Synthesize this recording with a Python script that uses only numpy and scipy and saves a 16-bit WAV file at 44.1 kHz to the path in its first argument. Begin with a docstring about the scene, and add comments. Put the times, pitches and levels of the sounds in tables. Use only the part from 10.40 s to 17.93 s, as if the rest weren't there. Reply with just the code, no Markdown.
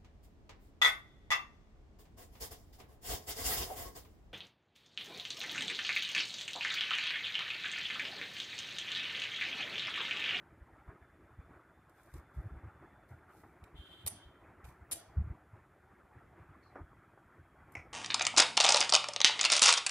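"""A small workshop, with a muffled rumble, a faint low band of noise and a thin whistle far off.
Close to a hand-held camera, a spring-loaded centre punch is set on a metal bar on the bench and snaps
twice: the catch trips, the hammer lands and bounces, the steel rings. Its parts slide, tick and squeak,
and its coil spring sings around the first snap. The hands add dull scuffs and bumps, and taps on the
camera's case knock and clack."""
import sys
import numpy as np
from scipy import signal
from scipy.fft import rfft, irfft, next_fast_len
from scipy.io import wavfile
from scipy.ndimage import uniform_filter1d, map_coordinates

SR = 44100
rng = np.random.default_rng(int(sys.argv[2]) if len(sys.argv) > 2 else 0)


def unload_audio(sound):
    """Save the sound as a 16-bit wav file, at the path given as the first command line argument."""
    columns = np.transpose(np.atleast_2d(sound))
    # keep every value between -1 and 1, then stretch to whole-number steps
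    steps = np.round(np.clip(columns, -1, 1) * 32767)
    wavfile.write(sys.argv[1], SR, steps.astype(np.int16))


N = 332073
TIME = np.arange(N) / SR
AGE = np.arange(SR // 2) / SR  # time since a blow [s]

# stereo width of the room tone and the scuffs: (frequency [Hz], side level [dB])
SHOP_WIDTH = [(60, -59), (110, -56.5), (200, -51.5), (380, -41.5), (700, -35), (1290, -45), (2380, -33),
              (4400, -14.5), (8120, -19), (15000, -5.5)]
# stereo width of the punch and the bench: (frequency [Hz], side level [dB])
STEEL_WIDTH = [(100, -6.5), (700, -5), (2400, 0.5), (8000, 0), (15000, -1.5)]


def amp(db):
    """Decibels to gain."""
    return 10 ** (np.asarray(db) / 20)


def unit(x):
    """Scale to rms 1."""
    return x / np.sqrt(np.mean(x ** 2) + 1e-20)


def along(points, hz):
    """Read (frequency, value) points on a log axis."""
    knots, values = np.transpose(points)
    return np.interp(np.log(hz + 1), np.log(knots + 1), values)


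def curves(rows):
    """One automation curve for each column after the time."""
    times, *columns = np.transpose(rows)
    return [np.interp(TIME, times, column) for column in columns]


def wobble(rate, size=N):
    """A smooth random curve, rate knots a second."""
    knots = rng.standard_normal(int(size * rate / SR) + 4)
    return map_coordinates(knots, [np.arange(size) * rate / SR])


def envelope(start, attack, hold, release):
    """A straight rise, a hold, then a fall of 60 dB in the release time."""
    age = TIME - start
    return np.clip(age / attack, 0, 1) * amp(-60 * np.clip((age - attack - hold) / release, 0, 3))


def filtered(x, response):
    """Equalise x with a gain that is a function of frequency."""
    size = x.shape[-1]
    padded = next_fast_len(size + 8192)
    return irfft(rfft(x, padded) * response(np.fft.rfftfreq(padded, 1 / SR)), padded)[..., :size]


def noise(colour, width=None, size=N):
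    """Two-channel noise of rms 1, mono without a width; both curves are (frequency [Hz], level [dB])."""
    mid, side = filtered(rng.standard_normal((2, size)), lambda hz: amp(along(colour, hz)))
    side = 0 if width is None else filtered(side, lambda hz: amp(along(width, hz)))
    return unit(np.array([mid + side, mid - side]))


def patchy_noise(colour):
    """Noise of rms 1, broken into patches of random gain over time and frequency."""
    spectra = signal.stft(noise(colour, SHOP_WIDTH), nperseg=512)[2]
    patches = uniform_filter1d(rng.standard_normal(spectra.shape[1:]), size=4, axis=0)
    patches = unit(uniform_filter1d(patches, size=5, axis=1))
    return unit(signal.istft(spectra * amp(3 * patches), nperseg=512)[1][:, :N])


def burst(sound, shape):
    """A sound under an envelope, carrying exactly the envelope's energy."""
    return unit(sound * shape) * np.sqrt(np.mean(shape ** 2))


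def add(track, start, sound):
    """Mix a sound into the track at start [s]."""
    part = track[:, round(start * SR):][:, :sound.shape[-1]]
    part += sound[..., :part.shape[-1]]


def workshop():
    """Room tone: a muffled, restless rumble under a thin hiss."""
    # slow drift of the rumble: (time [s], level [dB])
    drift = [(0, -62), (1.4, -63.5), (2.3, -61.5), (4.6, -62), (5.3, -64), (6.1, -61.5), (6.7, -64.5),
             (7.53, -61)]
    # spectra of the rumble and the hiss: (frequency [Hz], level [dB])
    rumble_colour = [(25, -17.5), (45, 2.5), (70, 10.5), (130, 5.5), (230, -0.5), (330, 4.5), (480, -4.5),
                     (750, -1), (1000, -4.5), (1320, -1.5), (2000, -8.5), (2450, -16), (2900, -28.5),
                     (4500, -44.5)]
    hiss_colour = [(2000, 3), (3000, 4), (4200, -2.5), (6300, -5), (7150, -0.5), (7600, -2.5), (8900, -4.5),
                   (9300, -0.5), (9700, -1.5), (10400, -2), (13000, -6), (15500, -7.5)]
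    level_db, = curves(drift)
    sway_db = 0.9 * (wobble(11) + wobble(40))
    rumble = amp(level_db + sway_db) * patchy_noise(rumble_colour)
    return rumble + amp(-84) * noise(hiss_colour, SHOP_WIDTH)


def low_band():
    """A faint band of noise near 360 Hz, wide in stereo, that swells twice."""
    # swells of the band: (start [s], level [dB], attack [s], hold [s])
    swells = [(2.1, -77.5, 1.2, 1.1), (5.35, -76.5, .15, 0.49)]
    swell = sum(amp(db) * envelope(start, attack, hold, release=1.5)
                for start, db, attack, hold in swells)
    colour = [(200, -35), (320, -14.5), (361, 2), (410, -11), (600, -25.5), (1000, -30), (2000, -50.5)]
    return (amp(-92) + swell) * noise(colour, width=[(361, -3)])


def whistle():
    """A thin, wavering whistle far off that comes and goes, reaching each microphone differently."""
    # spells of whistling: (start [s], level [dB], hold [s], pitch [Hz])
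    spells = [(0, -90.5, 2.2, 3510), (4.901, -94, 0.05, 3560), (5.5, -92.5, 1.7, 3300)]
    out = np.zeros((2, N))
    for start, db, hold, hz in spells:
        phase = 2 * np.pi * np.cumsum(hz + 45 * wobble(9.8)) / SR
        blurred = np.array([wobble(170) * np.sin(phase) + wobble(170) * np.cos(phase) for _ in range(2)])
        out += amp(db + 2.2 * wobble(8.8)) * envelope(start, attack=0.5, hold=hold, release=3) * blurred
    return out


def room(x):
    """The walls' answer, uneven over frequency and different at each microphone; the highs die first."""
    # reverb decay: (frequency [Hz], t60 [s])
    walls = [(100, .15), (1000, 0.29), (4000, 0.43), (9000, 0.24), (15000, 0.11)]
    hz, age, spectra = signal.stft(rng.standard_normal((2, SR // 2)), SR, nperseg=256)
    ridges = amp(7 * np.tanh(wobble(SR / 2, size=len(hz))))[:, None]
    decay = amp(-60 * age / along(walls, hz)[:, None])
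    tail = signal.istft(spectra * ridges * decay, SR, nperseg=256)[1]
    tail *= 1 - np.exp(-np.arange(tail.shape[1]) / SR / 0.03)  # the reflections build up
    return signal.fftconvolve(x, tail / np.linalg.norm(tail[0]), axes=1)[:, :N]


def scuffs():
    """Hands shift their grip in short, dull scuffs."""
    # shifts of grip: (start [s], level [dB], hold [s])
    shifts = [(0.46, -59, 0.04), (1.083, -60.5, 0.055), (1.733, -61, 0.042), (1.94, -63, 0.23),
              (2.22, -59.5, 0.052), (2.409, -62.5, 0.019), (4.02, -60, 0.064), (4.239, -61, 0.034),
              (4.475, -62, 0.032), (4.701, -63, 0.25), (5.108, -65, .03), (5.499, -64.5, 0.028),
              (5.733, -63, 0.035), (5.95, -60.5, 0.052), (6.309, -60.5, 0.034), (6.898, -66, 0.077),
              (7.259, -62, 0.059)]
    # spectrum of a scuff: (frequency [Hz], level [dB])
    colour = [(40, -3), (125, 3.5), (230, 0), (330, 7), (480, -3.5), (750, -1), (1320, -2), (2000, -9),
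              (2450, -16), (2900, -28), (4500, -44.5)]
    level = sum(amp(db) * envelope(start, attack=0.024, hold=hold, release=0.19)
                for start, db, hold in shifts)
    return level * patchy_noise(colour)


def bumps():
    """Soft handling bumps: one or two low swings of the camera's body with a dull rustle."""
    # nudges: (time [s], relative level [dB], pitch [Hz], swing length [s], swings [count])
    nudges = [(0.21, -44, 60.5, 0.027, 1), (0.475, -40, 64, .028, 1), (0.979, -40.5, 79, 0.033, 1),
              (1.723, -42.5, 66.5, .056, 2), (1.956, -33, 64.6, 0.065, 1), (2.035, -36, 97, 0.054, 1),
              (2.098, -41, 63, 0.064, 2), (2.229, -41.5, 90.4, 0.041, 2), (2.702, -45, 99, 0.036, 2),
              (3.221, -45.5, 86.5, 0.028, 1), (3.337, -46.5, 48, 0.032, 1), (3.383, -39, 67, 0.038, 1),
              (3.634, -42.5, 89.5, 0.053, 1), (3.846, -50, 56, 0.045, 1), (4.228, -46, 61, 0.049, 2),
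              (4.402, -48.5, 72, 0.05, 1), (4.762, -23.5, 72, .042, 2), (4.828, -36.5, 85, .04, 2),
              (4.893, -34, 58, .039, 1), (5.121, -47.5, 101, 0.044, 1), (5.754, -50, 100, 0.0375, 1),
              (5.992, -49, 99, 0.043, 1), (6.083, -49, 100, 0.037, 1), (6.4, -42, 68, 0.0338, 2),
              (6.985, -51, 93, 0.043, 1), (7.362, -45.5, 96, 0.035, 2)]
    # spectrum of the rustle: (frequency [Hz], level [dB])
    rustle_colour = [(30, -12.5), (55, -2.5), (130, 5.5), (190, -5), (260, -20.5), (400, -29.5),
                     (1200, -40.5), (2500, -68)]
    step, loss_db = 0.68, 2.5  # a second swing starts this far through the first, this much weaker
    out = np.zeros((2, N))
    for start, db, hz, length, count in nudges:
        swell = np.sin(np.pi * np.minimum(AGE / length, 1)) ** 2
        for k in range(round(count)):
            swing = np.sin(2 * np.pi * hz * (AGE - length / 2) + 0.33 * wobble(130, size=len(AGE)))
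            rustle = amp(-13) * noise(rustle_colour, size=len(AGE))
            add(out, start + k * step * length, amp(db - 0.5 - k * loss_db) * swell * (swing + rustle))
    return out


def taps():
    """Dull knocks that reach both microphones through the case; hard ones make it clack."""
    # taps on the case: (time [s], knock level [dB], t60 [s], clack level [dB])
    hits = [(1.739, -58, 0.065, -90), (1.912, -56.5, 0.04, -90), (2.425, -58.5, 0.14, -90),
            (3.035, -53.5, 0.12, -85), (6.355, -45.5, 0.22, -69), (6.394, -49.5, 0.085, -90),
            (6.530, -55, 0.039, -90.5), (6.734, -54.5, 0.033, -89.5), (6.775, -53.5, 0.049, -88.5),
            (7.3517, -49, 0.024, -32), (7.355, -40, 0.021, -36), (7.364, -52, 0.25, -47),
            (7.395, -55, 0.081, -52.5)]
    # spectra of the low knock and the case's clack: (frequency [Hz], level [dB])
    knock_colour = [(70, -27.5), (120, -7), (190, -11), (290, 17.5), (420, 8), (520, 5.5), (720, 9),
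                    (1330, 5), (2040, -3.5), (2460, -34), (4000, -56)]
    clack_colour = [(600, -16), (1700, -28), (1990, 5), (2120, 2), (2250, 6.5), (2360, 1.5), (2600, -7),
                    (2950, -22), (3700, -34), (4900, -31), (5350, -17.5), (5950, -23.5), (6400, -25),
                    (7200, -29), (8300, -36), (9250, -26), (10000, -47), (15000, -48)]
    out = np.zeros((2, N))
    for start, knock_db, t60, clack_db in hits:
        fade = (1 - np.exp(-AGE / 0.00082)) * amp(-60 * AGE / t60)
        knock = amp(knock_db) * burst(noise(knock_colour, size=len(AGE)), fade)
        clack = amp(clack_db) * burst(noise(clack_colour, size=len(AGE)), fade)
        add(out, start, knock + clack)
    return out


def bench():
    """Each snap leaves a faint hollow ring in the bench."""
    # shakes of the bench: (time [s], relative level [dB])
    shakes = [(3.675, -66), (4.53, -60)]
    # its hollow resonance: (frequency [Hz], level [dB])
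    colour = [(150, -21.5), (330, -4), (500, -3.5), (680, 8), (820, -4.5), (1100, -15.5), (2200, -31.5)]
    swell = (1 - np.exp(-AGE / 0.017)) * amp(-60 * AGE / 0.9) * (1 - AGE / AGE[-1])
    out = np.zeros((2, N))
    for start, db in shakes:
        add(out, start, amp(db + 4) * swell * noise(colour, STEEL_WIDTH, size=len(AGE)))
    return out


def sleeve():
    """Fine, gritty friction as the sleeve slides on the shaft."""
    # strokes of the sleeve: (start [s], level [dB], attack [s], hold [s], release [s])
    strokes = [(1.51, -77, 0.086, 0.12, .3), (1.718, -69, 0.051, .015, 0.11),
               (1.928, -76.5, 0.019, .01, 0.8), (2.676, -75.5, .02, .005, 0.31),
               (2.86, -73, 0.112, .01, 0.61), (4.233, -69.5, 0.031, 0.019, 0.28)]
    # spectrum of the friction: (frequency [Hz], level [dB])
    colour = [(2000, -15), (4000, -7.5), (7000, -8), (10000, -4.5), (12500, -4), (15500, -7.5)]
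    speed = sum(amp(db) * envelope(start, attack, hold, release)
                for start, db, attack, hold, release in strokes)
    grit = unit(amp(2.5 * wobble(400)))
    return speed * grit * noise(colour, STEEL_WIDTH)


def squeak():
    """One faint, raspy falling squeak."""
    # the squeak's glide: (time [s], pitch [Hz], relative level [dB])
    glide = [(6.21, 4450, -100), (6.24, 4410, -77), (6.28, 4260, -76.5), (6.30, 4050, -73.5),
             (6.32, 4050, -85), (6.35, 4030, -105)]
    hz, db = curves(glide)
    tone = np.sin(2 * np.pi * np.cumsum(hz * (1 + 0.025 * wobble(900))) / SR)
    rasp = noise([(3400, -34), (4200, -3), (5200, -14), (6500, -21), (12000, -35.5)], STEEL_WIDTH)
    gate = db > -99
    return (tone + amp(-2.5) * rasp) * amp(db - 2.5 + 2 * wobble(90)) * gate


def spring():
    """The coil rubs on the shaft and sings in a cluster of close modes."""
    # the coil's ringing, a longer spell and then a short, softer one: (start [s], level [dB], hold [s])
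    spells = [(3.346, -59.5, 0.22), (3.726, -64.5, .06)]
    # resonances of the coil: (frequency [Hz], level [dB])
    coil = [(2500, -20), (2850, -16.5), (2950, -10.5), (3040, -14.5), (3130, 6), (3190, -4), (3240, -9),
            (3400, -14.5), (3510, 0.5), (3620, -19), (3780, -11.5), (3880, -26.5), (4010, -13), (4150, -28),
            (4320, -25), (4700, -28.5), (5600, -38.5), (7000, -32.5), (11500, -32), (15000, -39.5)]
    rub = sum(amp(db) * envelope(start, attack=0.033, hold=hold, release=0.6)
              for start, db, hold in spells)
    song = filtered(noise(coil, STEEL_WIDTH), lambda hz: hz ** 2 / (hz ** 2 + 900 ** 2))  # low cut
    return rub * amp(1.6 * wobble(45)) * song


def body_ring(crack):
    """A crack rings the punch's damped modes, at new strengths for every blow."""
    # modes of the steel: (frequency [Hz], level [dB], t60 [s])
    modes = [(2400, -3.5, .2), (3020, -8.5, .17), (3860, -5.5, 0.22), (4160, -9, .1), (4550, -5.5, .13),
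             (5300, -6, 0.19), (5900, -2.5, .2), (6460, -6, .16), (7130, -7, .16), (7460, -2.5, .16),
             (7570, -2.5, .12), (8200, -9, .12), (9050, -1, .18), (9100, -2, .17), (9530, 2, .16),
             (9750, 1.5, .16), (10500, -7, .12), (10600, -3.5, .16), (11900, -2.5, .15), (12470, -4, .15),
             (12950, -3.5, .15), (14225, -9, .1), (15400, -6.5, .085)]
    ring = sum(amp(db + 3 * rng.standard_normal() - 60 * AGE / t60) * np.sin(2 * np.pi * hz * AGE)
               for hz, db, t60 in modes)
    body = signal.fftconvolve(crack, ring[None], axes=1)[:, :len(AGE)]
    rattle = amp(2 * wobble(150, size=len(AGE)))  # loose parts rattle as they ring
    return unit(body * rattle) * np.std(crack)


def main_mode(hz):
    """The punch's main mode: it depends on how the tip is seated, and every impact jolts its phase."""
    # the mode is split in three: (frequency [ratio], level [dB])
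    split = [(.966, -6.5), (1, -3), (1.03, -6.5)]
    jolt_rad, stereo_rad = 0.9, np.array([[0], [1.2]])
    cluster = np.zeros((2, len(AGE)))
    for ratio, db in split:
        jolts = jolt_rad * np.array([wobble(500, size=len(AGE)) for _ in range(2)])
        cluster += amp(db) * np.sin(2 * np.pi * ratio * hz * AGE + jolts + stereo_rad)
    return np.sqrt(2) * cluster


def contact(db, length, tilt_db, mode_db, mode_hz, body_db, pan_db):
    """Steel chatters on steel for length [s]: a crackling burst that rings the punch."""
    # spectrum of the crack before its tilt per octave: (frequency [Hz], level [dB])
    crack_colour = [(180, -49), (300, -9.5), (990, -12), (1680, -17), (2350, -13.5), (3380, -12),
                    (3990, -10), (5740, -13.5), (8550, -6.5), (9610, -12), (10400, -4.5), (13400, -10),
                    (15800, -17.5)]
    after = np.maximum(AGE - length, 0)
    force = (1 - np.exp(-AGE / 0.00039)) * amp(-60 * after / 0.023)
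    grain = amp(3.7 * np.tanh(wobble(1800, size=len(AGE))))  # separate tiny impacts
    # each contact's own tilt makes its crack brighter or duller
    colour = [(hz, level + tilt_db * np.log2(hz / 1000)) for hz, level in crack_colour]
    crack = burst(grain * noise(colour, STEEL_WIDTH, size=len(AGE)), force)
    body = amp(body_db) * body_ring(crack)
    mode_fade = (1 - np.exp(-AGE / 0.0012)) * amp(-60 * after / 0.031)
    mode = amp(mode_db) * main_mode(mode_hz) * mode_fade
    pan = amp(np.array([[pan_db], [-pan_db]]) / 2)
    return amp(db) * pan * (crack + body + mode)


def punch():
    """In a snap the catch trips, the hammer lands and bounces ever weaker; loose parts tick lightly."""
    # snaps: (trip time [s], trip level [dB], blow time [s], blow level [dB], blow chatter [s],
    # main mode [Hz], body ring [dB], bounce gap [s], loss per bounce [dB], left over right [dB])
    snaps = [(3.663, -36.5, 3.6726, -36, .0082, 9430, -15, .0094, 20, -2),
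             (4.5122, -40, 4.517, -39, .016, 9770, -6.5, .02, 4.5, -0.5)]
    # ticks of the loose parts: (time [s], level [dB], chatter [s], tilt [dB/octave],
    # main mode level [dB], main mode [Hz], left over right [dB])
    ticks = [(1.495, -71, .002, 0, -13, 9200, -5), (1.632, -68.5, .002, 8, -17, 9300, -9),
             (1.738, -60.5, 0.0036, -2.5, -13, 9700, 0), (3.2392, -61, .001, -2, 3.5, 2450, -5),
             (4.242, -62, 0.012, -4, -4.5, 2415, -4), (4.287, -67.5, .003, 0, -4, 2454, -8),
             (7.32, -64.5, .004, 8, -13, 9300, 0), (7.34, -71, .001, 4, -5, 5440, 3)]
    out = np.zeros((2, N))
    for trip_s, trip_db, blow_s, blow_db, length, mode_hz, body_db, gap, loss_db, pan_db in snaps:
        voice = dict(mode_hz=mode_hz, body_db=body_db, pan_db=pan_db)
        add(out, trip_s, contact(trip_db, length=0.004, tilt_db=0.5, mode_db=-18, **voice))
        add(out, blow_s, contact(blow_db, length, tilt_db=0.8, mode_db=2.5, **voice))
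        for k in range(4):
            bounce = contact(blow_db - 10 - k * loss_db, length=0.0041, tilt_db=-0.5, mode_db=-4, **voice)
            add(out, blow_s + (k + 1) * gap, bounce)
    for start, db, length, tilt_db, mode_db, mode_hz, pan_db in ticks:
        add(out, start, contact(db, length, tilt_db, mode_db, mode_hz, body_db=-5.5, pan_db=pan_db))
    return out


def scene():
    """Punch, handling and workshop together; only the snaps, ticks and squeak feed the reverb."""
    steel = punch() + squeak()
    tool = steel + amp(-15) * room(steel) + bench() + spring() + sleeve()
    return tool + taps() + bumps() + scuffs() + workshop() + low_band() + whistle()


def record(dry):
    """The camera cuts the deepest bass and everything above its band limit."""
    low_hz, top_hz = 32, 15600
    return filtered(dry, lambda hz: (hz < top_hz) * hz ** 3 / np.sqrt(hz ** 6 + low_hz ** 6))


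dry = scene()
out = record(dry)
unload_audio(out)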